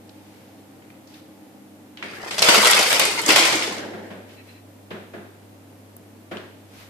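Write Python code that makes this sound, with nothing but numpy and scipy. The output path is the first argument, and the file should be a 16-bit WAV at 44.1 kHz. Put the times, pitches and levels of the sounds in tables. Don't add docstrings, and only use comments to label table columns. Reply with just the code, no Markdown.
import sys
import numpy as np
from scipy import signal
from scipy.fft import rfft, irfft, next_fast_len
from scipy.io import wavfile
from scipy.ndimage import uniform_filter1d, map_coordinates

SR = 44100
rng = np.random.default_rng(int(sys.argv[2]) if len(sys.argv) > 2 else 0)


def write(x):
    x = np.atleast_2d(x).T
    wavfile.write(sys.argv[1], SR, np.round(np.clip(x, -1, 1) * 32767).astype(np.int16))


N = 303893
TIME = np.arange(N) / SR
AGE = TIME[:SR * 3 // 4]


# (start [s], speeding up [s], hold [s], slowing down [s], top speed [0-1])
PULLS = [(1.981, .06, .06, .25, 0.16), (2.091, .24, 0.07, .1, .4), (2.406, 0.042, .25, 1, 0.91),
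         (3.21, 0.075, 0.068, .64, .8)]
# (time [s], level [dB], low wood [dB re level], bright edge [dB re level],
# balance of the part shared by both sides over the part that differs [dB])
CLACKS = [(2.3094, -15, -8, -26.5, -1), (2.3804, -10, -12, -24, 8), (2.42, 0, -18.5, -9.5, 0),
          (2.4861, 5, -6.5, -24, -1.5), (2.5438, -1, -20, -17, 10.5), (2.67, 0, -21, -11.5, 3),
          (2.7898, -2, -26.5, -16, 4), (2.9029, -6, -20, -10, -4), (2.9263, -5.5, -28, -6, 2),
          (2.995, 0.5, -10, -8.5, 0.5), (3.2886, -2.5, -2, -22, 2), (3.3019, -0.5, -10, -28, 2),
          (3.3598, 1.5, -19, -12, 0.5), (3.38, -1, -23, -17, 1.5), (3.4516, -2, -16, -30, 1),
          (3.5233, -7.5, -2.5, -28, 0.5)]
# (frequency [Hz], relative density [dB per Hz])
SLAT_COLOUR = [(240, -36.5), (400, -8), (638, -2), (731, -5.5), (1020, -3.5), (1510, -5.5), (1700, -9),
               (2070, -1.5), (4020, -7), (5040, -5.5), (6130, -11.5), (8290, -14.5), (12800, -23.5),
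               (14700, -44)]
STACK_COLOUR = [(25, -33), (60, -26), (115, -11), (160, -4.5), (210, -0.5), (255, -7), (315, 3), (360, 2.5),
                (620, -1.5), (800, -2), (1200, -5), (1650, -0.5), (2100, -2), (3500, -51.5)]
EDGE_COLOUR = [(3000, -51), (6000, -4.5), (8200, 4.5), (11000, -1.5), (13200, -0.5), (14500, -8.5)]
# (frequency [Hz], left over right [dB])
LEAN = [(200, 0.5), (700, 0.2), (2600, 2.5), (5000, 0.8), (9000, -4), (14000, -1.5)]
RATTLE_DB, RUMBLE_DB, CORD_DB = -16, -30, -25
RATTLE_POWER, RUMBLE_POWER, CORD_POWER = 2.08, 0.92, 2.74


def blind():
    strokes = [top * stroke(start, rise, hold, slowing) for start, rise, hold, slowing, top in PULLS]
    haul_db = speed_db(np.max(strokes, axis=0))
    ring_db, scatter_db = 3.6, 3

    slat_rattle = rattle(RATTLE_DB + RATTLE_POWER * haul_db, rate=320, scatter_db=scatter_db,
                         t60=0.043, room_db=-3.0)
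    stack_rumble = rattle(RUMBLE_DB + RUMBLE_POWER * haul_db, rate=350, scatter_db=scatter_db,
                          t60=0.04, room_db=-3)
    cord_hiss = rattle(CORD_DB + CORD_POWER * haul_db, rate=250, scatter_db=scatter_db,
                       t60=0.016, room_db=-7.5)
    slats = patchy(slat_rattle, ring_db)
    stack = patchy(stack_rumble, ring_db)
    edges = patchy(cord_hiss, ring_db)

    for s, db, wood_db, edge_db, shared_db in CLACKS:
        gain = amp(db + np.array([[shared_db], [-shared_db]]) / 2)
        slap = one_slat(blow(t60=0.037, rise=0.0012, room_db=-10.0), ring_db)
        thump = blow(t60=0.024, rise=0.00032, room_db=-10.5)
        click = blow(t60=0.034, rise=0.00026, room_db=-14.5)
        add(slats, s, gain * amp(-7.5) * slap)
        add(stack, s, gain * amp(wood_db - 9.0) * thump)
        add(edges, s, gain * amp(edge_db - 6.0) * click)

    wood = spread(coloured(slats, SLAT_COLOUR) + coloured(stack, STACK_COLOUR) + coloured(edges, EDGE_COLOUR))
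    return filtered(wood, lambda hz: amp(np.outer([1, -1], along(LEAN, hz)) / 2))


# (time [s], level before trim [dB], pitch [Hz])
JOLTS = [(2.484, -18, 342), (2.575, -12, 211), (2.655, -10.5, 483), (3.075, -15.5, 423), (3.286, -9, 304.4),
         (3.397, -12.5, 335), (3.547, -13, 315)]
JOLT_LOW_HZ = 110


def jolts(t60, linger_db):
    out = np.zeros((2, N))
    for s, db, pitch_hz in JOLTS:
        decay = amp(-60 * AGE / t60) + amp(linger_db - 60 * AGE / .5)
        ring = decay * (1 - np.exp(-AGE / 0.0025))
        drift = 0.02 * np.cumsum(rng.standard_normal(len(AGE)))
        offset = 0.14 * rng.standard_normal((2, 1))
        add(out, s, amp(db - 4) * ring * np.sin(2 * np.pi * pitch_hz * AGE + drift + offset))
    return filtered(out, lambda hz: (1j * hz / (JOLT_LOW_HZ + 1j * hz)) ** 2)


# (time [s], level before trim [dB], pitch [Hz], room echo [dB re contact])
TAPS = [(.093, -36, 4200, -25), (.822, -41, 2130, -11), (.902, -37, 2380, -15), (1.073, -40.5, 4940, -8),
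        (1.1414, -36, 3600, -13), (1.972, -27.5, 2860, -9), (2.0253, -15.5, 2150, -10.5),
        (2.1335, -27, 1800, -9.5), (2.234, -23.5, 840, -24), (2.2604, -20.5, 770, -20.5),
        (2.3916, -4, 5000, -23), (2.4253, 1, 4200, -18), (2.711, 0, 8400, -25), (2.732, 0.5, 3530, -26),
        (3.052, -7.5, 8700, -14), (3.216, -15, 8500, -15), (3.2612, -6, 6600, -14.5),
        (3.5544, -13.5, 6880, -12), (3.6228, -9.5, 2880, -15), (4.2935, -39.5, 2670, -7),
        (6.3697, -24, 2940, -17)]


def taps():
    out = np.zeros((2, N))
    for s, db, pitch_hz, room_db in TAPS:
        contact = blow(t60=0.03, rise=0.00025, room_db=room_db)
        add(out, s, amp(db - 7.5) * coloured(contact, resonance(pitch_hz)))
    return spread(out)


# (time [s], level before trim [dB], hard edge [dB re level])
KNOCKS = [(2.025, -27.5, -15), (3.784, -21, -25), (3.933, -24, -21), (4.102, -25.5, -16),
          (4.904, -20.5, -16.5), (5.134, -23, -21), (6.311, -18, -19)]
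# (frequency [Hz], relative density [dB per Hz])
FRAME_COLOUR = [(70, -37), (120, -17), (165, -3), (210, 6.5), (270, -10), (350, 3), (490, -5.5),
                (635, -1.5), (820, -11), (1250, -11.5), (1650, -8), (2100, -16), (4000, -39)]
RAIL_COLOUR = [(900, -13), (1800, 0), (2600, 0), (3500, -3), (4600, -12), (9000, -30), (14000, -33)]
REBOUND_S, REBOUND_LOSS_DB, REBOUND_DULL_DB = .043, 7.5, 11


def knocks():
    frame, rail = np.zeros((2, 2, N))
    rebounds = [(s + REBOUND_S, db - REBOUND_LOSS_DB, edge_db - REBOUND_DULL_DB) for s, db, edge_db in KNOCKS]
    for s, db, edge_db in list(KNOCKS) + rebounds:
        add(frame, s, amp(db - 9) * blow(t60=0.15, rise=0.0069, room_db=-4.0))
        add(rail, s, amp(db + edge_db - 1.5) * blow(t60=0.13, rise=0.003, room_db=-5))
    return spread(coloured(frame, FRAME_COLOUR) + coloured(rail, RAIL_COLOUR))


# (frequency [Hz], relative density [dB per Hz])
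RUBBING_COLOUR = [(120, -25), (220, 0), (340, 3), (620, 1), (900, -5.5), (1200, -20), (1570, -8),
                  (1850, -7), (2500, -19.5), (5000, -26), (12000, -39)]
SETTLE_START_S, SETTLE_DB, SETTLE_POWER = 3.483, -36.5, 1.36


def settling():
    swing = stroke(SETTLE_START_S, rise=0.14, hold=0.12, slowing=0.77)
    level_db = SETTLE_DB + SETTLE_POWER * speed_db(swing)
    scrape = rattle(level_db, rate=1200, scatter_db=1.5, t60=0.054, room_db=-3.5)
    return spread(coloured(scrape, RUBBING_COLOUR))


# (centre time [s], swell length [s], level [dB])
SQUEAKS = [(4.397, .035, -49), (4.498, .028, -50), (4.57, .05, -54)]
# (frequency [Hz], width at -6 dB [Hz], relative level [dB])
SQUEAK_MODES = [(1900, 250, -2), (2350, 200, -1), (2620, 220, 1), (4070, 140, 0)]
# (centre time [s], swell length [s], level [dB])
BRUSHES = [(.35, 0.47, -58), (1.158, 0.077, -51.5), (2.165, 0.051, -43.5), (4.327, .07, -53),
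           (4.5, 0.12, -54.5), (6.805, 0.12, -47)]
# (frequency [Hz], relative density [dB per Hz])
BRUSH_COLOUR = [(500, -4), (2200, 2), (5000, -3.5), (8000, -11), (14000, -11)]


def cord():
    def squeak_body(f):
        return sum(amp(db) / (1 + 2j * (f - hz) / width) ** 2 for hz, width, db in SQUEAK_MODES)
    squeak_level = sum(amp(db) * swell(s, length) for s, length, db in SQUEAKS)
    brush_level = sum(amp(db) * swell(s, length) for s, length, db in BRUSHES)
    squeaks = unit(filtered(noise(), squeak_body)) * squeak_level
    brushes = coloured(noise(), BRUSH_COLOUR) * brush_level
    return spread(squeaks + brushes)


def tick():
    # (frequency [Hz], relative density [dB per Hz])
    bright = [(4000, -37.0), (9000, -13.0), (12500, -14), (14500, 3), (16000, -17)]
    soft = [(80, -22), (250, 12), (600, -12), (2000, -33.0)]
    out = np.zeros((2, N))
    add(out, 5.966, amp(-26) * coloured(blow(t60=0.0079, rise=0.0007, room_db=-34), bright))
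    add(out, 5.964, amp(-43.0) * coloured(blow(t60=0.061, rise=0.0022, room_db=-6.5), soft))
    return spread(out)


# (time [s], mains hum level [dB], fan whine gain [dB])
DRONE = [(0, -55, 2.5), (1.3, -63, 3.5), (3.3, -54, 5), (4.6, -52, -8), (6.89, -53, -2.5)]
# (frequency [Hz], relative density [dB per Hz])
AIR_COLOUR = [(20, -39), (60, -30.5), (90, -12), (130, -12.5), (165, -12), (205, -5.5), (280, -1.5),
              (350, -10), (560, -10), (850, -15.5), (1100, -20.5), (2400, -25), (6000, -35.5), (14500, -34)]
# (frequency [Hz], level before the whine gain [dB])
FAN_LINES = [(135, -68.5), (200, -59), (223, -67), (275, -60), (301, -62), (312, -56.5), (535, -65.5),
             (776, -69.5), (860, -68.5)]
AIR_DB = -49


def room_tone():
    hum_db, fan_db = curves(DRONE)
    rush = spread(coloured(noise(), AIR_COLOUR)) * amp(AIR_DB + 0.21 * wobble(3.4))
    hiss = amp(-59.5) * noise()
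    mains = np.sqrt(2) * np.sin(2 * np.pi * 100 * TIME + .1 * wobble(2))
    hum = amp(hum_db + 0.44 * wobble(2.4)) * mains
    fan = sum(amp(db + 2.5 * wobble(2.6)) * np.sin(2 * np.pi * hz * TIME + wobble(4))
              for hz, db in FAN_LINES)
    return rush + hiss + hum + amp(fan_db) * fan


def stroke(start, rise, hold, slowing):
    return np.interp(TIME, start + np.cumsum([0, rise, hold, slowing]), [0, 1, 1, 0])


def speed_db(speed):
    return 20 * np.log10(speed + 1e-6)


def rattle(level_db, rate, scatter_db, t60, room_db):
    strengths = amp(scatter_db * np.clip(rng.standard_normal(N), -2, 2))
    strikes = (rng.random(N) < rate / SR) * strengths
    energy = signal.fftconvolve(strikes ** 2, amp(-60 * AGE / t60) ** 2)[:N]
    direct = unit(np.sqrt(np.abs(energy)) * noise()) * amp(level_db)
    lingering = amp(-60 * AGE / 0.11) ** 2
    echo_energy = signal.fftconvolve(np.mean(direct ** 2, axis=0), lingering / lingering.sum())[:N]
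    return direct + amp(room_db) * np.sqrt(np.abs(echo_energy)) * noise()


def patchy(x, depth_db):
    z = signal.stft(x, nperseg=1024)[2]
    field = uniform_filter1d(rng.standard_normal(z.shape[1:]), size=4, axis=0)
    field = uniform_filter1d(field, size=3, axis=1)
    gain = amp(depth_db * unit(field))
    return signal.istft(z * unit(gain), nperseg=1024)[1][:, :N]


def one_slat(x, depth_db):
    hz = np.cumsum(rng.uniform(100, 300, size=72))
    return coloured(x, np.c_[hz, depth_db * np.clip(rng.standard_normal(len(hz)), -2, 2)])


def resonance(pitch_hz):
    return [(pitch_hz / 6, -20), (pitch_hz / 1.5, -7), (pitch_hz, 0),
            (pitch_hz * 1.5, -10), (pitch_hz * 3, -28), (pitch_hz * 8, -50)]


def blow(t60, rise, room_db):
    contact = noise(len(AGE)) * amp(-60 * AGE / t60)
    return (contact + amp(room_db) * room_tail()) * (1 - np.exp(-AGE / rise))


# (frequency [Hz], time to fall 60 dB [s])
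ROOM_T60 = [(100, 0.46), (300, 0.61), (1500, 0.6), (4000, 0.82), (8000, 0.66), (14000, 0.14)]


def room_tail():
    hz, t, z = signal.stft(noise(len(AGE)), SR, nperseg=256)
    fading = z * amp(-60 * t / along(ROOM_T60, hz)[:, None])
    return signal.istft(fading, SR, nperseg=256)[1][:, :len(AGE)]


# (frequency [Hz], left-right likeness [0-1])
ALIKE = [(60, 0.7), (250, 0.84), (450, 0.65), (800, 0.31), (1500, 0), (5000, 0.00067)]


def spread(pair):
    def mid_side(hz):
        turn = np.arccos(np.clip(along(ALIKE, hz), -1, 1)) / 2
        return np.array([np.cos(turn), np.sin(turn)])
    mid, side = filtered(pair, mid_side)
    return np.array([mid + side, mid - side])


def coloured(x, spectrum):
    def response(hz):
        cepstrum = irfft(np.log(unit(amp(along(spectrum, hz))) + 1e-6))
        half = len(cepstrum) // 2
        return np.exp(rfft(np.r_[cepstrum[0], 2 * cepstrum[1:half], np.zeros(half)]))
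    return filtered(x, response)


def filtered(x, response):
    n = x.shape[-1]
    m = 2 * next_fast_len(n // 2 + 4096)
    return irfft(rfft(x, m) * response(np.fft.rfftfreq(m, 1 / SR)), m)[..., :n]


def add(track, s, sound):
    part = track[:, max(round(s * SR), 0):][:, :sound.shape[1]]
    part += sound[:, :part.shape[1]]


def noise(size=N):
    return rng.standard_normal((2, size))


def wobble(rate):
    return map_coordinates(rng.standard_normal(int(N * rate / SR) + 4), [TIME * rate])


def swell(s, length):
    return np.exp(-2 * ((TIME - s) / length) ** 2)


def curves(rows):
    s, *cols = np.transpose(rows)
    return [np.interp(TIME, s, c) for c in cols]


def along(points, hz):
    f, v = np.transpose(points)
    return np.interp(np.log(hz + 1), np.log(f + 1), v)


def amp(db):
    return 10 ** (np.asarray(db) / 20)


def unit(x):
    return x / np.sqrt(np.mean(x ** 2) + 1e-20)


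def scene():
    raising = blind() + jolts(t60=0.063, linger_db=-14.0) + taps()
    afterwards = settling() + knocks() + cord() + tick()
    return raising + afterwards + room_tone()


TOP_HZ = 14600


def record(dry):
    return filtered(np.clip(dry, -1, 1), lambda hz: 1 / (1 + (hz / TOP_HZ) ** 200))


dry = scene()
out = record(dry)
write(out)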